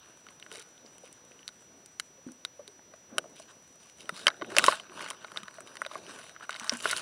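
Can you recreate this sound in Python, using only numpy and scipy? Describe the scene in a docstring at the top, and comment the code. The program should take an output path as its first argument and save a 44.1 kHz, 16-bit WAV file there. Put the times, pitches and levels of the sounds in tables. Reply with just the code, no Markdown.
"""Under water along a fouled boat hull, and then at the surface, a small camera moves in its plastic housing.
Knocks, skips and ticks excite damped housing modes; flow and grit noise drive the same modes as a wash.
Trapped air glugs as a decaying oscillation of wandering pitch; the hull and surface add a short diffuse tail.
The electronics add a shaped hiss and a thin whine; a converter limits the treble and mirrors a little of it."""
import sys
import numpy as np
from scipy import signal
from scipy.fft import rfft, irfft
from scipy.io import wavfile
from scipy.ndimage import uniform_filter1d

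SR = 44100
rng = np.random.default_rng(int(sys.argv[2]) if len(sys.argv) > 2 else 0)


def voltage_ratio(level):
    """Linear amplitude factor for a level in decibels (scalar or array-like)."""
    return 10 ** (np.asarray(level, float) / 20)


def materialize(psi):
    """Save the field psi as 16-bit PCM at rate SR to the path in sys.argv[1].

    A 1-D psi becomes a single channel; in a 2-D psi each row is a channel.
    """
    bounded = np.clip(np.atleast_2d(psi).T, -1, 1)
    quanta = np.round(bounded * 32767).astype(np.int16)
    wavfile.write(sys.argv[1], SR, quanta)


N = 309141  # samples

# Knocks on the housing, before the hull's tail. Each row: start in seconds, favoured ring in Hz,
# peaks of the low, middle and treble bands in dB.
KNOCKS = [(0.2668, 1340, -38.5, -40, -45), (0.2869, 1440, -42.5, -35.5, -45.5),
          (0.399, 3720, -47, -39.5, -37), (0.4262, 2870, -41.5, -30, -60), (0.4639, 1580, -35, -42, -63),
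          (0.5158, 2910, -36, -32.5, -32), (0.5975, 1430, -52, -53, -29.5),
          (0.779, 3490, -60.5, -42.5, -60), (0.8628, 5270, -63, -35.5, -56),
          (0.9823, 3000, -54, -46.5, -34.5), (1.0553, 1390, -56, -44, -40), (1.1277, 2900, -58, -51, -30.5),
          (1.318, 2570, -54, -40.5, -60), (1.392, 2900, -55, -42, -59.5), (1.43, 2880, -58, -41, -60),
          (1.479, 4150, -41, -20, -23.5), (1.4892, 3850, -37.5, -33, -36.5), (1.8604, 5560, -66, -34, -30),
          (1.9984, 1630, -24, -16.5, -14.5), (2.2878, 1560, -44, -51, -62), (2.319, 5370, -52, -44, -33),
          (2.4502, 3800, -26.5, -16.5, -21), (2.6783, 4050, -45, -30.5, -31.5),
          (2.7932, 894, -43, -65, -67), (2.9378, 650, -38.5, -48, -60), (3.1826, 1590, -12.5, -11, -11),
          (3.2414, 604, -37.5, -61, -53.5), (3.3984, 650, -38, -56, -36.5), (3.7571, 580, -50, -62, -46),
          (4.0928, 1340, -20.5, -23, -24.5), (4.2688, 3060, -9.5, -1.5, -10),
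          (4.2807, 1320, -9.5, -7.5, -17), (4.3028, 3800, -28, -30, -60.5), (4.413, 670, -29, -35, -68),
          (4.4205, 1140, -20.5, -28.5, -63), (4.4461, 2620, -34, -35.5, -63), (4.5492, 1630, -28, -51, -54),
          (4.5665, 1640, -10.5, -6, -13.5), (4.5845, 2680, -12.5, -0.5, 0), (4.5939, 1530, -14.5, -19, -34),
          (4.641, 1376, -9, -6.5, -13), (4.664, 2980, -35, -14, -7.5), (4.6824, 1090, -3, -12, -42),
          (4.7238, 1410, -16, -22, -46), (4.729, 870, -21, -52, -39), (4.7983, 2980, -48, -26.5, -47),
          (4.8968, 2620, -40, -39.5, -60), (4.9209, 1130, -36, -60, -60), (5.0622, 2040, -24.5, -33, -48),
          (5.088, 2900, -43, -39.5, -27.5), (5.1032, 3200, -48, -24.5, -17.5),
          (5.1087, 1140, -26.5, -29, -31), (5.246, 1310, -26.5, -32.5, -58),
          (5.3184, 1390, -32.5, -37.5, -39), (5.3607, 1290, -29.5, -38, -60),
          (5.373, 3670, -27.5, -15.5, -30), (5.4326, 1250, -38, -32, -37), (5.4823, 1710, -28, -32, -48),
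          (5.5844, 730, -31.5, -81, -66), (5.606, 1380, -36.5, -40.5, -30.5),
          (5.6732, 900, -51, -37.5, -40), (5.755, 1280, -34.5, -39, -35.5),
          (5.7695, 1400, -33, -28.5, -32.5), (5.8178, 1330, -15, -42, -29), (5.8498, 2460, -28.5, -28, -47),
          (5.864, 3730, -27, -24.5, -30.5), (5.9135, 1220, -29.5, -60, -58), (5.9412, 766, -38, -56, -55),
          (5.9552, 1160, -24, -61, -54.5), (6.0945, 1410, -35.5, -54, -43),
          (6.1887, 3400, -36, -41.5, -32.5), (6.3634, 1360, -32, -42, -57), (6.4078, 1340, -34, -57, -63),
          (6.4937, 1610, -18.5, -30, -29.5), (6.5068, 1570, -45.5, -24, -27.5),
          (6.5976, 1630, -50, -25, -24), (6.6442, 1130, -32, -35.5, -30), (6.6786, 1580, -29, -48, -30.5),
          (6.6951, 5430, -25.5, -4, -18.5), (6.7199, 565, -26.5, -34, -37), (6.7368, 3300, -42, -35, -21),
          (6.771, 5690, -48, -43, -23), (6.8562, 1420, -9, -32, -46), (6.897, 3320, -34, -20, -42.5),
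          (6.9128, 1680, -28, -39, -10.5), (6.9311, 1430, -15.5, -21, -27), (6.9653, 4200, -47, -18, -19.5),
          (6.9731, 3220, -36, -23.5, -16.5)]
# Drags over growth. Each row: start in seconds, length in seconds, skips per second,
# typical peaks of the low, middle and treble bands in dB.
DRAGS = [(0.521, .105, 95, -52, -42, -38.5), (6.519, .05, 75, -45, -29.5, -42)]
# Modes of the housing. Each row: frequency in Hz, t60 in seconds, relative strength in dB.
HOUSING_MODES = [(650, 0.05, -1), (870, 0.048, 1), (1072, 0.011, 15), (1535, 0.009, 17.5),
                 (1938, 0.017, -4), (2294, 0.0084, -11), (2924, 0.005, 0.5), (3795, 0.0086, -4.5),
                 (4330, 0.0063, -6.5), (5100, 0.0059, -5.5), (6030, 0.0023, 0), (7160, 0.0036, -4),
                 (8260, 0.0046, -3), (9030, 0.0029, -0.5), (9940, 0.0016, 2)]
# Trapped air shifting. Each row: start in seconds, nominal peak in dB, mean pitch in Hz, t60 in seconds.
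GLUGS = [(0.515, -43.5, 434, 0.14), (0.573, -42, 437, 0.093), (1.035, -37, 618, 0.048),
         (2.177, -49, 560, 0.095), (2.264, -30.5, 265, 0.11), (2.289, -35, 242, 0.11),
         (2.593, -36, 536, 0.1), (2.678, -46, 407, 0.14), (3.125, -43, 216, 0.1), (3.151, -45, 480, 0.021),
         (3.165, -48, 515, 0.032), (3.255, -32, 592, 0.023), (4.123, -38, 200, 0.089),
         (4.266, -23, 629, 0.089), (4.423, -23, 340, 0.042), (4.521, -31.5, 370, 0.066),
         (4.566, -23, 597, 0.12), (4.583, -31.5, 383, 0.076), (4.681, -11.5, 619, 0.042),
         (4.894, -44, 343, 0.1), (5.429, -38.5, 239, 0.056), (5.86, -31, 578, 0.036),
         (5.952, -33.5, 606, 0.051), (5.984, -37, 375, 0.032), (6.075, -39, 372, 0.068),
         (6.616, -42.5, 245, 0.086), (6.723, -29.5, 240, 0.13), (6.852, -27, 394, 0.056)]
# Surges of water and grit. Each row: start in seconds, length in seconds, fade time constant in seconds,
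# rub level in dB, scrape level in dB.
SURGES = [(0.518, .09, .02, -54, -55.5), (1.053, .025, .015, -59, -58.5), (3.113, .05, .02, -61.5, -88),
          (3.362, .06, .015, -67.5, -57.5), (3.489, 0.022, .015, -56.5, -60.5),
          (3.807, .09, .02, -68.5, -62.5), (4.003, 0.013, .015, -62.5, -51.5),
          (4.148, .1, 0.012, -55.5, -51), (4.27, 0.025, .03, -48, -65), (4.504, 0.056, .025, -50, -53),
          (4.593, .12, .04, -37, -35.5), (5.011, .05, .06, -42.5, -48), (5.367, .03, .03, -49, -56),
          (5.468, .04, .02, -55, -59), (5.91, .39, .015, -57, -56), (6.427, .02, .01, -49.5, -55),
          (6.511, .3, .02, -48, -53.5), (6.726, .03, .02, -45, -52), (6.86, .16, .07, -42, -40)]
# Background flow under the surges, with its own swells of slosh and fizz.
# Each row: time in seconds, slosh, rub and fizz levels in dB.
FLOW = [(0, -61.5, -61, -68), (0.398, -64.5, -70.5, -69.5), (1.301, -62.5, -68, -69.5),
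        (2.198, -69, -78, -73), (3.059, -63.5, -75, -72.5), (3.139, -51.5, -69.5, -73.5),
        (3.302, -60.5, -72, -70.5), (3.95, -71.5, -74.5, -68.5), (4.05, -54.5, -61, -63.5),
        (4.402, -57.5, -60.5, -69), (4.65, -43, -56, -64), (4.899, -63, -57.5, -66.5),
        (5.599, -61, -60, -67), (5.881, -59.5, -58, -66), (5.93, -57.5, -57, -64),
        (6.291, -57, -57.5, -62.5), (6.33, -64.5, -64, -74.5), (6.801, -70.5, -58, -53),
        (7.0, -59.5, -54.5, -52)]
# Spectral shape of the amplifier hiss. Each row: frequency in Hz, relative density in dB per Hz.
HISS_SHAPE = [(25, -43), (60, 6.5), (150, 12), (600, 8), (1500, 4.5), (3000, 1.5), (6000, -2.5),
              (11300, -13.5)]
# Filter on the mirrored treble above half the converter rate. Each row: frequency in Hz, gain in dB.
MIRROR_SHAPE = [(11760, -38), (11850, -20), (12300, -14), (13500, -18), (15800, -22), (15900, -46),
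                (16500, -46), (16600, -90)]

LOW_TOP_HZ, MID_TOP_HZ = 2100, 5700  # limits between low, middle and treble
CONVERTER_HZ = 23520


def level(x, db):
    """Normalisation: scale to an rms level in dB."""
    return x * voltage_ratio(db) / np.sqrt(np.mean(x ** 2))


def shape(x, points):
    """Linear filtering: a gain curve through (Hz, dB) points, interpolated over log frequency."""
    hz, db = np.transpose(points)
    freqs = np.maximum(np.fft.rfftfreq(N, 1 / SR), 1)
    gain = voltage_ratio(np.interp(np.log(freqs), np.log(hz), db))
    return irfft(rfft(x) * gain, N)


def walk(rate):
    """Slow random modulation: levels held 1 / rate seconds and smoothed twice."""
    hold = int(SR / rate)
    steps = np.repeat(rng.standard_normal(N // hold + 1), hold)
    return 1.23 * uniform_filter1d(uniform_filter1d(steps, hold), hold)[:N]


def ring(hz, t60, size=2048):
    """Free vibration of damped modes: exponentially decaying sines along the last axis."""
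    t = np.arange(size) / SR
    return np.sin(2 * np.pi * hz[..., None] * t) * np.exp(-np.log(1000) * t / t60[..., None])


def add(track, starts, sounds):
    """Superposition: lay each sound into the track at its start in seconds."""
    for start, sound in zip((starts * SR).astype(int), sounds):
        part = track[start:start + len(sound)]
        part += sound[:len(part)]


def groups(hz):
    """Band division: the low, middle and treble members of a set of modes."""
    return hz < LOW_TOP_HZ, (hz >= LOW_TOP_HZ) & (hz < MID_TOP_HZ), hz >= MID_TOP_HZ


def knocks(rows):
    """Impact excitation: a snap and a rough contact ring the modes, mostly those near a favoured ring."""
    starts, own_hz, *peak_db = rows.T
    count = len(starts)
    # a contact lasts a few cycles of the ring it favours, within a limit
    contact_ms = np.minimum(1000 * 2.73 / own_hz, 3)
    hz, t60, db = np.transpose(HOUSING_MODES)
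    modes = len(hz)

    freqs = hz * (1 + .025 * rng.standard_normal((count, modes)))
    octaves = np.abs(np.log2(freqs / own_hz[:, None]))
    # a small spot hardly moves the big low modes
    octaves += 4.5 * np.maximum(np.log2(np.minimum(own_hz, 1500)[:, None] / freqs), 0)
    falloff_db, spread_db, own_db = 6.5, 1.5, 15.5  # falloff is per octave
    gains = voltage_ratio(db + spread_db * rng.standard_normal((count, modes)) - falloff_db * octaves)
    freqs = np.column_stack([freqs, own_hz])
    gains = np.column_stack([gains, np.full(count, voltage_ratio(own_db))])
    # the favoured ring lasts in step with the contact
    own_t60 = 7.8 * np.minimum(contact_ms, 2.6) / 1000
    decays = np.column_stack([np.tile(t60, (count, 1)), own_t60])
    rings = gains[..., None] * ring(freqs, decays)

    t_ms = 1000 * np.arange(512) / SR
    tau_ms = 0.79 * np.maximum(contact_ms - .4, .2)[:, None]
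    rough = voltage_ratio(-15) * rng.standard_normal((count, 512))
    push = rough * np.minimum(t_ms / 0.33, 1) * np.exp(-t_ms / tau_ms)
    push[:, 12] += 1 / tau_ms[:, 0]  # short contacts snap, long ones rasp

    out = np.zeros(N)
    bands = [(560, LOW_TOP_HZ), (LOW_TOP_HZ, MID_TOP_HZ), (MID_TOP_HZ, 12000)]  # Hz
    for member, band_peak_db, edges in zip(groups(freqs), peak_db, bands):
        body = signal.fftconvolve((rings * member[..., None]).sum(axis=1), push, axes=1)
        band = signal.butter(2, edges, "bandpass", fs=SR, output="sos")
        body = signal.sosfilt(band, body)
        top = np.abs(signal.hilbert(body)).max(axis=1)
        add(out, starts - .0003, body * (voltage_ratio(band_peak_db) / top)[:, None])
    return out


def drags():
    """Stick and slip: friction releases in a run of small knocks at an uneven pace."""
    jitter, spread_db = 0.27, 3.5  # jitter in skip periods
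    rows = []
    for start, length, rate, *db in DRAGS:
        late, spot, *size = rng.standard_normal((16, 5)).T
        starts = start + (np.arange(len(late)) + jitter * late) / rate
        own_hz = 2000 * 1.69 ** spot
        peak_db = np.add(db, spread_db * np.transpose(size))
        skips = np.column_stack([starts, own_hz, peak_db])
        rows.append(skips[starts < start + length])
    return np.vstack(rows)


def ticks(water):
    """Random impacts: grit and drops tick more often and louder where the water is loud."""
    count, crowding = 220, .15  # crowding: exponent of the loudest water amplitude
    over_wash_db, spread_db = (10, 13, 18), 4  # low, middle, treble over the wash; scatter
    when, spot = rng.random((count, 2)).T
    busy = np.cumsum(voltage_ratio(crowding * water[1:].max(axis=0)))
    at = np.clip(np.searchsorted(busy / busy[-1], when), 20, N - 1)
    peak_db = water[1:, at].T + over_wash_db + spread_db * rng.standard_normal((count, 3))
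    return np.column_stack([at / SR, 700 * 6.5 ** spot, peak_db])


def glugs():
    """Bubble oscillation: an air pocket swings, pitch and size wandering with its shape, then gurgles out."""
    wobble, flutter_db, tail_db, tail_times = 0.097, 3.1, -35, 12  # the tail lasts 12 times as long
    starts, db, hz, t60 = np.transpose(GLUGS)
    t = np.arange(8192) / SR
    noise = rng.standard_normal((len(starts), 2, 8192))
    drift, flutter = uniform_filter1d(noise, 250).transpose(1, 0, 2) * np.sqrt(250)
    phase = 2 * np.pi * np.cumsum(hz[:, None] * (1 + wobble * drift), axis=1) / SR
    fade = np.log(1000) * t / np.maximum(t60, .01)[:, None]
    decay = np.exp(-fade) + voltage_ratio(tail_db) * np.exp(-fade / tail_times)
    swing = np.minimum(t / 0.0036, 1) * decay * voltage_ratio(flutter_db * flutter)
    out = np.zeros(N)
    add(out, starts, voltage_ratio(db)[:, None] * swing * (np.sin(phase) + 0.12 * np.sin(2 * phase)))
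    return out


def water_db():
    """Power addition: slosh, rub, scrape and fizz levels of background flow plus surges that rise, hold, fade."""
    rise_share = 0.73  # rise time over fade time
    slosh_over_rub_db, fizz_over_scrape_db, flow_scrape_over_rub_db = -11.5, -4.5, -3.5
    t = np.arange(N) / SR
    s, slosh, rub, fizz = np.transpose(FLOW)
    curves = (slosh, rub, rub + flow_scrape_over_rub_db, fizz)
    power = voltage_ratio(2 * np.array([np.interp(t, s, curve) for curve in curves]))
    for start, length, fade, rub, scrape in SURGES:
        rise_part = np.minimum(t - start, 0) / (rise_share * fade)
        fade_part = np.maximum(t - start - length, 0) / fade
        swell = np.exp(rise_part - fade_part)
        surge_db = np.array([rub + slosh_over_rub_db, rub, scrape, scrape + fizz_over_scrape_db])
        power += voltage_ratio(2 * surge_db)[:, None] * swell ** 2
    return 10 * np.log10(power)


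def grit(rate, spread_db, smooth_db):
    """Shot noise: short grains of unequal size, rate per second, over smooth flow noise."""
    size = voltage_ratio(spread_db * np.minimum(rng.exponential(size=N), 2.5))
    grains = (rng.random(N) < rate / SR) * size
    bursts = np.convolve(grains, np.exp(-np.arange(256) / 40))[:N] * rng.standard_normal(N)
    return level(bursts, 0) + voltage_ratio(smooth_db) * rng.standard_normal(N)


def wash(slosh_db, *mode_db):
    """Forced vibration: flow and grit drive modes that flare as water covers their spots; eddies slosh below."""
    hz, t60, db = np.transpose(HOUSING_MODES)
    signs = (-1.) ** np.arange(len(hz))[:, None]
    modes = voltage_ratio(db)[:, None] * ring(hz, t60) * signs
    shared, lumps = grit(120, 4.0, 2.5), walk(35)
    eddies = grit(50, 2.4, 3.6)
    slosh = shape(eddies, [(30, -65), (90, -13), (200, -3.5), (400, -2.5), (600, -3), (900, -15), (2000, -71)])
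    out = level(slosh, 0) * voltage_ratio(slosh_db + 3.9 * walk(15))
    # rub drives the low modes, scrape the middle, fizz the treble
    for member, curve_db in zip(groups(hz), mode_db):
        drive = shared + voltage_ratio(-3) * grit(200, 4.0, -1.5)
        body = np.zeros(N)
        for mode in modes[member]:
            flaring = drive * voltage_ratio(2.8 * walk(25))
            body += signal.fftconvolve(flaring, mode)[:N]
        out = out + level(body, 0) * voltage_ratio(curve_db + 2.2 * lumps)
    return out


def hull(x):
    """Diffuse reflection: the hull and the surface close by send back a short noise-like tail."""
    echo_db, t60 = -6, 0.017  # t60 in s
    t = np.arange(2048) / SR
    tail = rng.standard_normal(2048) * np.exp(-np.log(1000) * t / t60) * np.minimum(t / 0.0022, 1)
    return x + voltage_ratio(echo_db) * signal.fftconvolve(x, tail / np.linalg.norm(tail))[:N]


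def electronics():
    """Circuit noise: shaped amplifier hiss and a slightly wavering tone at a quarter of the converter rate."""
    hiss_db, whine_db = -63, -60.5  # rms
    hiss = level(shape(rng.standard_normal(N), HISS_SHAPE), hiss_db)
    whine = np.sqrt(2) * np.sin(2 * np.pi * CONVERTER_HZ / 4 * np.arange(N) / SR)
    return hiss + voltage_ratio(whine_db + 0.47 * walk(23)) * whine


def scene():
    """Transmission: the housing's port thins the bass of everything outside; the electronics add after it."""
    water = water_db()
    hits = knocks(np.vstack([KNOCKS, ticks(water), drags()]))
    outside = hull(hits) + glugs() + wash(*water)
    through_port = shape(outside, [(20, -13), (120, -2.5), (250, -2.0)])
    return (through_port + electronics())[None]


def roll_off(x):
    """The treble ends steeply here."""
    return signal.sosfilt(signal.butter(12, 16510, fs=SR, output="sos"), x)


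def record(dry):
    """Sampling: the converter fades out at half its rate and leaves a weak mirror image above it."""
    limited = shape(dry[0], [(20, 0), (11000, 0), (11400, -5), (11680, -16), (11760, -34), (11790, -90)])
    spec = rfft(limited)
    half = int(CONVERTER_HZ / 2 * N / SR)  # spectral bin of half the converter rate
    mirror = np.zeros_like(spec)
    mirror[half:] = np.conj(spec[half:2 * half - len(spec):-1])
    grain = level(rng.standard_normal(N), -57)  # rounding noise of the converter, before its filter
    image = shape(irfft(mirror, N) + grain, [(11700, -83)] + MIRROR_SHAPE)
    mix = np.clip(irfft(spec, N) + image, -1, 1)[None]
    return roll_off(mix)


dry = scene()
out = record(dry)
materialize(out)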